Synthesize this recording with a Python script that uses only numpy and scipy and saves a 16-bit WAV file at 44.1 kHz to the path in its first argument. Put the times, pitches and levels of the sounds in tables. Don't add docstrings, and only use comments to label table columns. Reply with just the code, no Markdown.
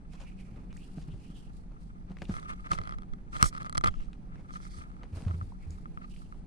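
import sys
import numpy as np
from scipy import signal
from scipy.fft import rfft, irfft
from scipy.io import wavfile
from scipy.ndimage import uniform_filter1d

SR = 44100
rng = np.random.default_rng(int(sys.argv[2]) if len(sys.argv) > 2 else 0)


def to_linear_factor(level_db):
    exponent = np.asarray(level_db, float) / 20
    return 10 ** exponent


def generate_wav(sig):
    pcm = np.round(np.clip(np.atleast_2d(sig).T, -1, 1) * 32767).astype(np.int16)
    wavfile.write(sys.argv[1], SR, pcm)


N = 284896

# start in seconds, hold in seconds, housing ring in dB, fibre hiss in dB.
SLIDES = [(1.7, 0.68, -76, -88), (2.32, 0.062, -51, -54.5), (2.39, 0.068, -56, -66),
          (2.49, 0.018, -49, -54), (2.53, 0.0055, -45.5, -68), (2.56, 0.13, -63.5, -71.5),
          (2.66, 0.006, -52, -63.5), (2.712, 0.024, -46, -56), (2.74, 0.01, -59, -48),
          (2.765, 0.026, -51, -69), (2.82, 0.13, -59, -73), (3.33, .01, -56, -56),
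          (3.345, 0.038, -46.5, -51.5), (3.41, 0.0099, -42, -43.5), (3.433, 0.023, -49, -40),
          (3.456, 0.011, -48, -41.5), (3.468, 0.022, -65, -44.5), (3.53, 0.047, -55.5, -64),
          (3.605, 0.014, -50, -63), (3.648, 0.026, -53, -72), (3.7, 0.23, -76, -95),
          (3.855, 0.027, -41.5, -77), (4.85, 0.26, -71, -81), (4.49, 0.34, -66.5, -69.5),
          (4.0, 0.083, -66.5, -85), (4.34, 0.019, -59.5, -84), (4.53, 0.041, -60, -56.5),
          (4.62, 0.063, -68, -58.5), (4.71, 0.087, -72, -58), (4.78, 0.057, -58, -65),
          (5.15, 0.12, -70, -66.5), (5.32, 0.029, -64, -66.5), (6.015, 0.033, -61, -82)]
# start in seconds, snap in dB, knock in dB.
FIRST_SLIPS = [(2.3403, -52, -32), (2.3663, -62, -30.5), (2.398, -39, -59), (2.4286, -55, -39),
               (2.4364, -60, -50), (2.448, -56, -47), (2.5114, -64, -44), (2.5175, -76, -36),
               (2.535, -68, -41), (2.6058, -53, -52), (2.6619, -69, -37), (2.671, -52.5, -65),
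               (2.708, -46, -36), (2.7151, -27.5, -26.5), (2.7175, -45, -19.5), (2.7775, -51, -39),
               (2.7871, -58, -26), (2.8148, -49, -34), (2.8362, -53, -38), (2.8539, -60, -40),
               (2.8738, -49, -31.5), (2.8932, -44, -31.5), (2.9093, -52, -38), (2.9234, -56, -33),
               (2.938, -69, -41.5), (2.985, -50, -38.5), (3.0206, -52, -44), (3.033, -62, -44.5),
               (3.1355, -59, -40)]
# start in seconds, snap in dB, knock in dB.
JUDDER_SLIPS = [(3.3653, -40, -27), (3.385, -35, -44), (3.4188, -46, -32), (3.4335, -45, -23),
                (3.4402, -38, -18.5), (3.441, -40, -22.5), (3.4575, -42.5, -28.5), (3.461, -46, -26),
                (3.4455, -22, -50), (3.5274, -58, -37.5), (3.5392, -44, -48), (3.5502, -59, -32),
                (3.5646, -50, -34), (3.58, -40.5, -37), (3.606, -59, -47), (3.6195, -48, -32.5),
                (3.6272, -45, -51), (3.6464, -53, -33.5), (3.6618, -46, -34.5), (3.6705, -50, -43),
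                (3.6958, -35, -33), (3.7263, -37, -32.5), (3.749, -34, -41), (3.752, -41, -28),
                (3.7725, -27, -27), (3.7784, -17, -18.5), (3.8105, -38, -31.5), (3.8384, -32, -17.5),
                (3.8434, -22.5, -15), (3.8595, -34, -20), (3.8701, -34, -24), (3.874, -24.5, -21.5),
                (3.8849, -42, -23), (3.9408, -64, -38.5)]
# start in seconds, snap in dB, knock in dB.
SETTLING_TICKS = [(4.0067, -59.5, -50), (4.5068, -50.5, -40), (4.6023, -54, -41.5), (4.6524, -38, -39.5),
                  (4.7855, -41, -43), (4.8207, -48, -47), (5.3108, -65, -34), (5.4127, -70.5, -35),
                  (5.7836, -63, -46), (5.8568, -79, -37.5), (5.9741, -77.5, -32), (6.022, -70, -42),
                  (6.0432, -64, -43), (6.219, -74, -48), (6.3244, -51, -39)]
# start in
# seconds, snap in dB, knock in dB.
MORE_SLIPS = [(3.5335, -53, -42), (3.545, -54, -48), (3.5585, -58, -47), (3.569, -49, -39),
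              (3.5745, -50, -40), (3.586, -58, -52), (3.6035, -56, -49), (3.6125, -53, -40),
              (3.6305, -44, -42), (3.6545, -44, -42), (3.6575, -55, -47), (3.666, -59, -31),
              (3.7555, -59, -26), (3.7835, -44, -44), (3.7755, -48, -37), (3.841, -34, -40),
              (3.864, -42, -24), (3.879, -52, -35), (3.89, -66, -34), (2.692, -62, -46),
              (2.7335, -38, -34), (2.798, -58, -47), (2.846, -62, -44), (4.4875, -68, -51),
              (4.538, -62, -39), (4.557, -60, -38), (4.632, -57.5, -47), (4.916, -68, -48),
              (4.966, -68, -51.5), (5.177, -56, -46.5), (5.281, -61, -47)]
# centre in Hz, width in Hz, level in dB.
FLEX_MODES = [(700, 120, -10), (880, 40, -9), (1100, 67, -5.5), (1255, 74, 12.5), (1290, 110, -11),
              (1600, 89, -10), (1980, 300, -13)]
# centre in Hz, width in Hz, level in dB.
LEFT_PORT_MODES = [(2150, 400, -6), (3300, 1000, -14), (4150, 600, -8), (4900, 600, -13), (6500, 600, -10),
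                   (8000, 1000, -21), (9800, 1200, -9), (13800, 1200, -20)]
# centre in Hz, width in Hz, level in dB.
RIGHT_PORT_MODES = [(2170, 1600, -5.5), (3500, 700, -6), (4450, 1910, -1), (5760, 1200, -5),
                    (7360, 880, -4), (7870, 390, -5.5), (9960, 1000, -5.5), (12290, 2200, -12.5),
                    (12800, 1100, -15)]
# centre in Hz, width in Hz, left level in dB, right level in dB.
SHELL_MODES = [(1236, 200, 14.5, 13), (1060, 370, -17, -7.5), (2217, 300, -13.5, -7),
               (3000, 590, -12.5, -7), (4260, 510, -9.5, 1), (5700, 500, -14, 7), (6500, 500, -7.5, -5),
               (8300, 700, -12.5, 7.5), (10100, 1200, -5, -13), (12500, 2000, -12, -0.5),
               (13520, 640, -12, -10)]
# centre in Hz, width in Hz, left level in dB, right level in dB.
EDGE_BANDS = [(5370, 440, -15.5, -1), (6500, 350, -6.5, -12.5), (7900, 510, -15.5, -2),
              (9800, 900, -2.5, -12), (11900, 1500, -14.5, -13.5), (13900, 1500, -9.5, -10)]
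# start in seconds, hold in seconds, level in dB.
EDGE_STROKES = [
    (3.445, 0.0026, -41),
    (3.456, 0.0073, -41.5),
    (3.467, 0.011, -41),
    (3.486, 0.0045, -48),
    (3.862, 0.023, -62),
]
# centre in seconds, left swing, right swing (both full scale 1),
# swing rate in Hz.
BODY_LURCHES = [(2.771, -0.0055, .035, 40), (2.797, -0.0022, -0.043, 23), (2.965, 0.025, -0.024, 17),
                (3.126, -0.016, 0.048, 17), (3.136, -0.027, 0.014, 200), (3.4302, -0.0077, -0.24, 121),
                (3.436, 0.082, 0.14, 65), (3.443, -0.03, -0.063, 60), (3.462, 0.045, -0.094, 32),
                (3.478, -0.0013, 0.037, 34), (3.788, 0.067, -0.044, 46), (3.803, -0.018, 0.047, 43),
                (3.853, 0.068, -0.072, 86), (3.885, 0.11, -0.071, 70), (3.899, -0.0048, 0.049, 52),
                (3.917, -0.011, -0.038, 16), (3.972, -0.034, 0.0038, 20), (3.994, 0.044, 0.023, 23),
                (4.02, 0.0036, -0.037, 13), (4.086, 0.0015, -0.036, 25), (5.268, 0.073, 0.08, 112),
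                (5.228, 0.027, 0.029, 140)]
# start in seconds, peak in dB, floor ring in Hz, t60 in seconds.
PAW_THUDS = [(0.97, -36.5, 155.6, 0.12), (1.078, -37.5, 153, 0.1), (1.132, -35, 108, 0.065),
             (1.296, -42, 162, 0.092), (2.103, -36, 171, 0.056), (2.218, -28.5, 167, 0.03),
             (2.2904, -25, 191, 0.058), (2.299, -33, 92.5, 0.092), (2.725, -32, 169, 0.053),
             (2.798, -31, 88, 0.06), (3.425, -21.5, 74.6, 0.083), (3.836, -29, 176.6, 0.063),
             (3.89, -38, 64.2, 0.14), (4.773, -44, 79.1, 0.17), (5.123, -37.5, 82.8, 0.25),
             (5.168, -28, 82.4, 0.05), (5.2637, -30, 88.6, 0.24), (5.297, -31.5, 85, 0.11),
             (5.335, -33.5, 84.6, 0.31), (5.379, -40, 81, 0.26), (5.417, -35.5, 96, 0.16),
             (5.665, -39.5, 79.2, 0.29), (5.692, -49, 83.4, 0.5)]
# start in seconds, hold in seconds, dull level in dB, broad level in dB.
PAW_PATS = [(.135, 0.014, -58.5, -66.5), (.2, 0.026, -55, -63.5), (.565, 0.0034, -61, -99),
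            (.97, 0.06, -73, -67), (2.098, 0.018, -62.5, -88), (2.29, 0.0085, -54.5, -59.5),
            (3.91, 0.14, -79, -69.5), (4.38, 0.031, -63, -77), (5.035, 0.007, -56.5, -82),
            (5.15, 0.074, -59.5, -82), (5.26, 0.031, -61, -80), (5.66, 0.021, -65.5, -90),
            (1.72, 0.01, -63.5, -82), (2.725, 0.0095, -49.5, -49), (4.54, 0.028, -84, -67),
            (5.2, 0.11, -61, -77), (2.3, 0.0099, -74, -75)]
# start in seconds, hold in seconds, swish in dB,
# bright rustle in dB.
BRUSHES = [(.13, 0.014, -65.5, -62.5), (.205, 0.023, -62.5, -69), (.275, 0.019, -65.5, -65),
           (.4, 0.0043, -69, -60.5), (.45, 0.18, -72.5, -72), (.71, 0.009, -76, -103),
           (.75, 0.052, -72, -63), (.825, 0.017, -74, -57), (.87, 0.2, -76, -62.5), (.98, 0.017, -72, -64),
           (1.11, 0.013, -70, -63), (1.16, 0.15, -69.5, -63.5), (1.365, 0.0096, -63.5, -58),
           (1.4, 0.07, -73.5, -66), (1.565, 0.0043, -82, -56.5), (1.82, 0.032, -87, -62.5),
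           (2.105, .012, -92, -80), (2.185, 0.011, -67.5, -89), (2.22, 0.023, -65, -60),
           (3.91, 0.12, -70, -101), (4.135, 0.0059, -75, -81), (4.36, 0.045, -73.5, -92),
           (4.44, 0.53, -86, -70.5), (5.035, 0.011, -75, -91.5), (5.16, 0.032, -64, -51.5),
           (5.24, 0.26, -79, -62.5), (5.63, 0.012, -69, -64), (5.71, 0.047, -72, -59.5),
           (5.78, 0.28, -80, -69.5), (6.1, 0.12, -73.5, -59), (6.2, 0.19, -82, -68)]
# time in seconds, left minus right in dB, swish centre in Hz.
KITTEN_PATH = [(0, -7, 2590), (.78, -4, 2300), (.85, -6, 2950), (.92, 13, 2580), (1.12, 6, 2900),
               (1.22, 5, 2470), (1.37, 0, 3100), (1.5, 8, 2780), (2.12, 9, 2460), (2.3, 4.5, 2760),
               (4.0, -2, 2890), (4.4, 1, 2200), (5.2, -1.5, 2600), (5.7, 2, 2140), (6.15, -6.5, 2860)]
# start in seconds, peak in dB, centre in Hz, width in Hz.
CLAW_CATCHES = [(0.134, -52, 2420, 4000), (0.204, -58, 6500, 3000), (.226, -51.5, 870, 1500),
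                (0.561, -56, 1440, 2930), (.706, -61, 2500, 800), (0.728, -46.5, 1480, 2920),
                (.765, -54.5, 1820, 700), (.775, -53, 2400, 800), (.769, -45.5, 6500, 6100),
                (0.982, -49, 736, 596), (1.086, -55, 1100, 1820), (2.099, -57, 2000, 3000),
                (2.118, -48, 900, 1920), (2.169, -45, 666, 1430), (2.186, -51, 1500, 3000),
                (2.219, -35.5, 700, 1300), (2.221, -38, 1700, 1520), (2.253, -46.5, 3100, 2000),
                (2.296, -42, 590, 800), (2.733, -30, 900, 1870), (4.131, -48.5, 1960, 2920),
                (4.357, -49, 1390, 1180), (5.033, -43, 885, 1800), (5.034, -68, 3500, 5000),
                (5.221, -48, 2500, 4970), (5.251, -50, 1500, 3000), (5.282, -44.5, 1100, 1500),
                (5.411, -57, 1490, 900), (5.972, -65, 1600, 900), (6.345, -56.5, 790, 400),
                (5.52, -48, 954, 259), (5.706, -46.5, 6600, 3000), (6.139, -56, 2770, 804),
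                (6.163, -51.5, 2750, 900)]
# centre in seconds, length in seconds, level in dB, centre in Hz.
FEATHER_PUFFS = [(.215, .02, -67.5, 2940), (0.281, 0.029, -63, 2370), (.322, .008, -69.5, 2500),
                 (.4, 0.018, -62.5, 2480), (4.641, .03, -67, 5000), (4.75, .05, -66.5, 4700),
                 (0.425, 0.0066, -72, 3000), (.712, 0.013, -67, 2520), (.832, 0.027, -65.5, 2750),
                 (1.12, .015, -65.5, 3000), (1.246, 0.031, -70.5, 2530), (1.371, 0.021, -66, 2980),
                 (5.633, 0.022, -67, 2240), (6.038, .02, -73.5, 4300), (6.116, 0.017, -69.5, 2830),
                 (6.261, 0.017, -75, 2820), (5.729, 0.026, -73, 7200)]
# frequency in Hz, level in dB per Hz.
ROOM_COMMON = [(20, 1), (60, -13), (130, -7), (240, -10.5), (600, -31.5), (800, -29.5), (950, -36),
               (2100, -44), (4300, -56.5), (7100, -82.5), (9700, -56), (11500, -74), (15000, -73)]
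# frequency in Hz, level in dB per Hz.
ROOM_OPPOSITE = [(20, 3.5), (46, -6), (98, -22), (172, -15), (500, -32.5), (760, -25), (950, -36.5),
                 (1480, -53.5), (3800, -59), (9700, -55.5), (11400, -56.5), (15000, -87)]
# centre in Hz, width in Hz, level in dB rms.
DRONE_MODES = [(37, 24, -50.5), (163.6, 21, -59), (186.33, 6.24, -58.5), (245, 5, -70.5)]
# frequency in Hz, peak in dB.
MOTOR_LINES = [(41.5, -50.5), (185.5, -56.5)]


def housing():
    ring_db, hiss_db = strokes(SLIDES, rise_db_per_s=898, fall_db_per_s=1498, rest_db=[-76, -78])
    fibres = grit(flicker_db=1.5, rate=470)
    other = .8 * fibres + .6 * grit(flicker_db=2.5, rate=300)
    scratch = to_linear_factor(hiss_db + 9) * np.array([other, fibres])
    bend = to_linear_factor(ring_db + 13) * grit(flicker_db=8, rate=110)
    rock = to_linear_factor(ring_db + 6.5) * unit(ring(rng.standard_normal(N), hz=34.3, width=77))
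    bump = np.zeros(N)
    for table, length_ms in ((FIRST_SLIPS, 2.87), (JUDDER_SLIPS, 2.16), (SETTLING_TICKS, 1), (MORE_SLIPS, 2.16)):
        for s, snap_db, knock_db in table:
            slip(scratch, bend, rock, bump, s, snap_db, knock_db, length_ms)
    flex = sum(to_linear_factor(db) * ring(bend, hz, width) for hz, width, db in FLEX_MODES)
    flex = lowpass(flex, order=4, hz=2900)
    bump = bump + to_linear_factor(-25) * ring(ring(bend, hz=900, width=280), hz=934, width=250)
    late = np.roll(flex, shift=2)
    left = modes(scratch[0], LEFT_PORT_MODES) + flex + 0.5 * rock
    right = modes(scratch[1], RIGHT_PORT_MODES) - 0.97 * late - 0.99 * rock
    return bump + np.array([left, right])


def slip(scratch, bend, rock, bump, s, snap_db, knock_db, length_ms):
    t = np.arange(3072) / SR - .006
    after = np.maximum(t, 0)
    spread = np.where(t < 0, .00027, .00062) * length_ms
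    burst = rng.standard_normal(len(t)) * np.exp(-(t / spread) ** 2)
    burst = 2 * burst / abs(burst).max()
    snap = to_linear_factor(snap_db + 3.5) * burst
    for hz, width, db in ((3266, 360, -4), (2000, 130, 0), (4300, 800, -14.5)):
        snap = snap + to_linear_factor(knock_db + db) * length_ms * ring(burst, hz, width)
    strike = (t > 0) * np.exp(-after / 0.00023) + 0.25 * burst / np.sqrt(length_ms)
    jolt = -np.sin(2 * np.pi * 110 * after) * np.exp(-after / 0.0066)
    drop = np.sin(2 * np.pi * 150 * after) * np.exp(-after / 0.0085)
    add(scratch, s + t[0], snap)
    add(bend, s + t[0], to_linear_factor(knock_db + 15) * strike)
    add(rock, s + t[0], to_linear_factor(knock_db - 0.5) * jolt)
    add(bump, s + t[0], to_linear_factor(knock_db - 16.5) * drop)


def crack():
    out, t = np.zeros((2, N)), np.arange(2048) / SR
    blow = np.exp(-t / .00004) + 0.084 * rng.standard_normal(len(t)) * np.exp(-t / 0.00051)
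    for hz, width, left_db, right_db in SHELL_MODES:
        sign = -1 if hz < 2000 else 1
        tone = to_linear_factor(11) * ring(ring(blow, hz, width), hz, 3 * width)
        add(out, 3.4268, np.outer([sign * to_linear_factor(left_db), to_linear_factor(right_db)], tone))
    return out


def singing():
    level_db, = strokes(EDGE_STROKES, rise_db_per_s=1200, fall_db_per_s=1500, rest_db=-110)
    out = np.zeros((2, N))
    for hz, width, *port_db in EDGE_BANDS:
        stutter = grit(flicker_db=3.5, rate=400)
        band = unit(ring(ring(stutter, hz, width), hz, 2 * width))
        out += np.outer(to_linear_factor(port_db), band)
    return to_linear_factor(level_db) * out


def lurches():
    out, t = np.zeros((2, N)), np.arange(8192) / SR - .09
    for s, left, right, hz in BODY_LURCHES:
        swing = np.cos(2 * np.pi * hz * t) * np.exp(-(2.86 * hz * t) ** 2)
        add(out, s + t[0], np.outer([left, right], swing))
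    return out


def thuds():
    out, t = np.zeros(N), np.arange(8192) / SR
    push = 1 - np.exp(-(t / 0.0041) ** 2)
    for s, db, hz, t60 in PAW_THUDS:
        fade = np.log(1000) * t / t60
        low = np.sin(2 * np.pi * hz * t) * np.exp(-fade)
        high = 0.55 * np.sin(2 * np.pi * 1.87 * hz * t) * np.exp(-2.5 * fade)
        pat = 0.52 * ring(rng.standard_normal(len(t)), hz=356, width=140) * np.exp(-t / 0.019)
        add(out, s, to_linear_factor(db + 7) * push * (low + high + pat))
    return np.array([1.065 * out, 1.17 * out])


def pats():
    dull_db, broad_db = strokes(PAW_PATS, rise_db_per_s=950, fall_db_per_s=470, rest_db=-100)
    near, left, right = (grit(flicker_db=6, rate=260) for _ in range(3))
    pair = np.array([near + 0.95 * left, near + 0.51 * right])
    dull = ring(ring(pair, hz=476, width=680), hz=500, width=1600)
    broad = ring(ring(pair, hz=2200, width=6000), hz=2200, width=6100)
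    return to_linear_factor(dull_db) * unit(dull) + to_linear_factor(broad_db) * unit(broad)


def scuffs():
    swish_db, bright_db = strokes(BRUSHES, rise_db_per_s=353, fall_db_per_s=245, rest_db=-106)
    hz = curves(KITTEN_PATH)[1] * (1 + .03 * walk(8))
    near, left, right = (grit(flicker_db=4, rate=120) for _ in range(3))
    swish, bright = [], []
    for p in (0.12 * near + .5 * left, near + .5 * right):
        swish.append(sweep(p, hz, width=230) + .26 * ring(p, hz=1600, width=4200))
    for p in (0.079 * near + left, 0.052 * near + right):
        rustle = ring(p, hz=4430, width=1800) + 0.75 * ring(p, hz=8830, width=4500)
        bright.append(ring(rustle, hz=6400, width=22000))
    return to_linear_factor(swish_db) * unit(np.array(swish)) + to_linear_factor(bright_db - 8.5) * unit(np.array(bright))


def claws():
    out, t, side_db = np.zeros((2, N)), np.arange(1024) / SR, curves(KITTEN_PATH)[0]
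    envelope = t / 0.00094 * np.exp(-t / 0.00045) + 0.034 * np.exp(-t / 0.0095)
    for s, db, hz, width in CLAW_CATCHES:
        burst = rng.standard_normal(len(t)) * envelope
        burst[8] += 0.6
        tick = ring(ring(burst, hz, width), hz, width)
        pan = to_linear_factor(np.array([[.5], [-.5]]) * side_db[int(s * SR)])
        add(out, s, to_linear_factor(db + 2) * pan * tick / abs(tick).max())
    return out


def puffs():
    out, t, side_db = np.zeros((2, N)), np.arange(8192) / SR - .09, curves(KITTEN_PATH)[0]
    for s, length, db, hz in FEATHER_PUFFS:
        noise = rng.standard_normal((3, len(t)))
        air = noise[0] + .5 * noise[1:]
        band = unit(ring(ring(air, hz, width=0.18 * hz), hz, width=0.52 * hz))
        pan = to_linear_factor(np.array([[.5], [-.5]]) * side_db[int(s * SR)])
        add(out, s + t[0], to_linear_factor(db) * pan * band * np.exp(-(t / length) ** 2))
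    return out


def room():
    mid, side = room_tone(ROOM_COMMON), room_tone(ROOM_OPPOSITE)
    for hz, width, db in DRONE_MODES:
        mid = mid + to_linear_factor(db) * unit(ring(ring(rng.standard_normal(N), hz, width), hz, 2 * width))
    for hz, db in MOTOR_LINES:
        turns = hz * np.cumsum(1 + 0.00994 * walk(3)) / SR
        mid = mid + to_linear_factor(db + walk(0.69)) * np.sin(2 * np.pi * turns)
    return np.array([to_linear_factor(-0.15) * (mid + side), to_linear_factor(-0.1) * (mid - side)])


def room_tone(table):
    hz, db = np.transpose(table)
    f = np.maximum(np.fft.rfftfreq(N, 1 / SR), 8)
    shape_db = np.interp(np.log(f), np.log(hz), db) - 25
    return irfft(rfft(rng.standard_normal(N)) * to_linear_factor(shape_db), N) * to_linear_factor(1.2 * walk(6))


def ring(x, hz, width):
    return signal.lfilter(*signal.iirpeak(hz, hz / width, fs=SR), x)


def modes(x, table):
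    return sum(to_linear_factor(db + 1.2 * walk(12)) * ring(ring(x, hz, width), hz, 2 * width) for hz, width, db in table)


def sweep(x, hz, width):
    out = np.zeros(N)
    for f in np.arange(1900, 3700, 300):
        nearness = np.exp(-((hz - f) / width) ** 2)
        out += nearness * to_linear_factor(2.5 * walk(25)) * ring(ring(x, f, 520), f, 900)
    return out


def lowpass(x, order, hz):
    return signal.sosfilt(signal.butter(order, hz, fs=SR, output="sos"), x)


def strokes(table, rise_db_per_s, fall_db_per_s, rest_db):
    t = np.arange(N // 32 + 1) * 32 / SR
    power = to_linear_factor(2 * np.reshape(rest_db, (-1, 1)))
    for s, hold, *db in table:
        off = rise_db_per_s * np.maximum(s - t, 0) + fall_db_per_s * np.maximum(t - s - hold, 0)
        power = power + to_linear_factor(2 * (np.reshape(db, (-1, 1)) - np.minimum(off, 200)))
    return [np.interp(np.arange(N) / SR, t, 10 * np.log10(p)) for p in power]


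def curves(table):
    s, *columns = np.transpose(table)
    return [np.interp(np.arange(N) / SR, s, c) for c in columns]


def walk(rate):
    k = int(SR / rate)
    steps = np.repeat(rng.standard_normal(N // k + 1), k)
    return unit(uniform_filter1d(steps, k)[:N])


def grit(flicker_db, rate):
    return rng.standard_normal(N) * to_linear_factor(2 * flicker_db * np.tanh(walk(rate) / 2))


def unit(x):
    return x / np.sqrt(np.mean(x ** 2))


def add(track, s, piece):
    i = int(s * SR)
    track[..., i:i + piece.shape[-1]] += piece[..., :N - i]


def scene():
    camera = housing() + crack() + singing() + lurches()
    kitten = thuds() + pats() + scuffs() + claws() + puffs()
    return camera + kitten + room()


def roll_off(x):
    return signal.sosfilt(signal.butter(12, 16540, fs=SR, output="sos"), x)


def record(dry):
    dry = .9 * np.tanh(dry / .9)
    dull = lowpass(dry, order=6, hz=10300)
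    full = lowpass(dry, order=8, hz=14100)
    return roll_off(dull + 0.24 * (full - dull))


dry = scene()
out = record(dry)
generate_wav(out)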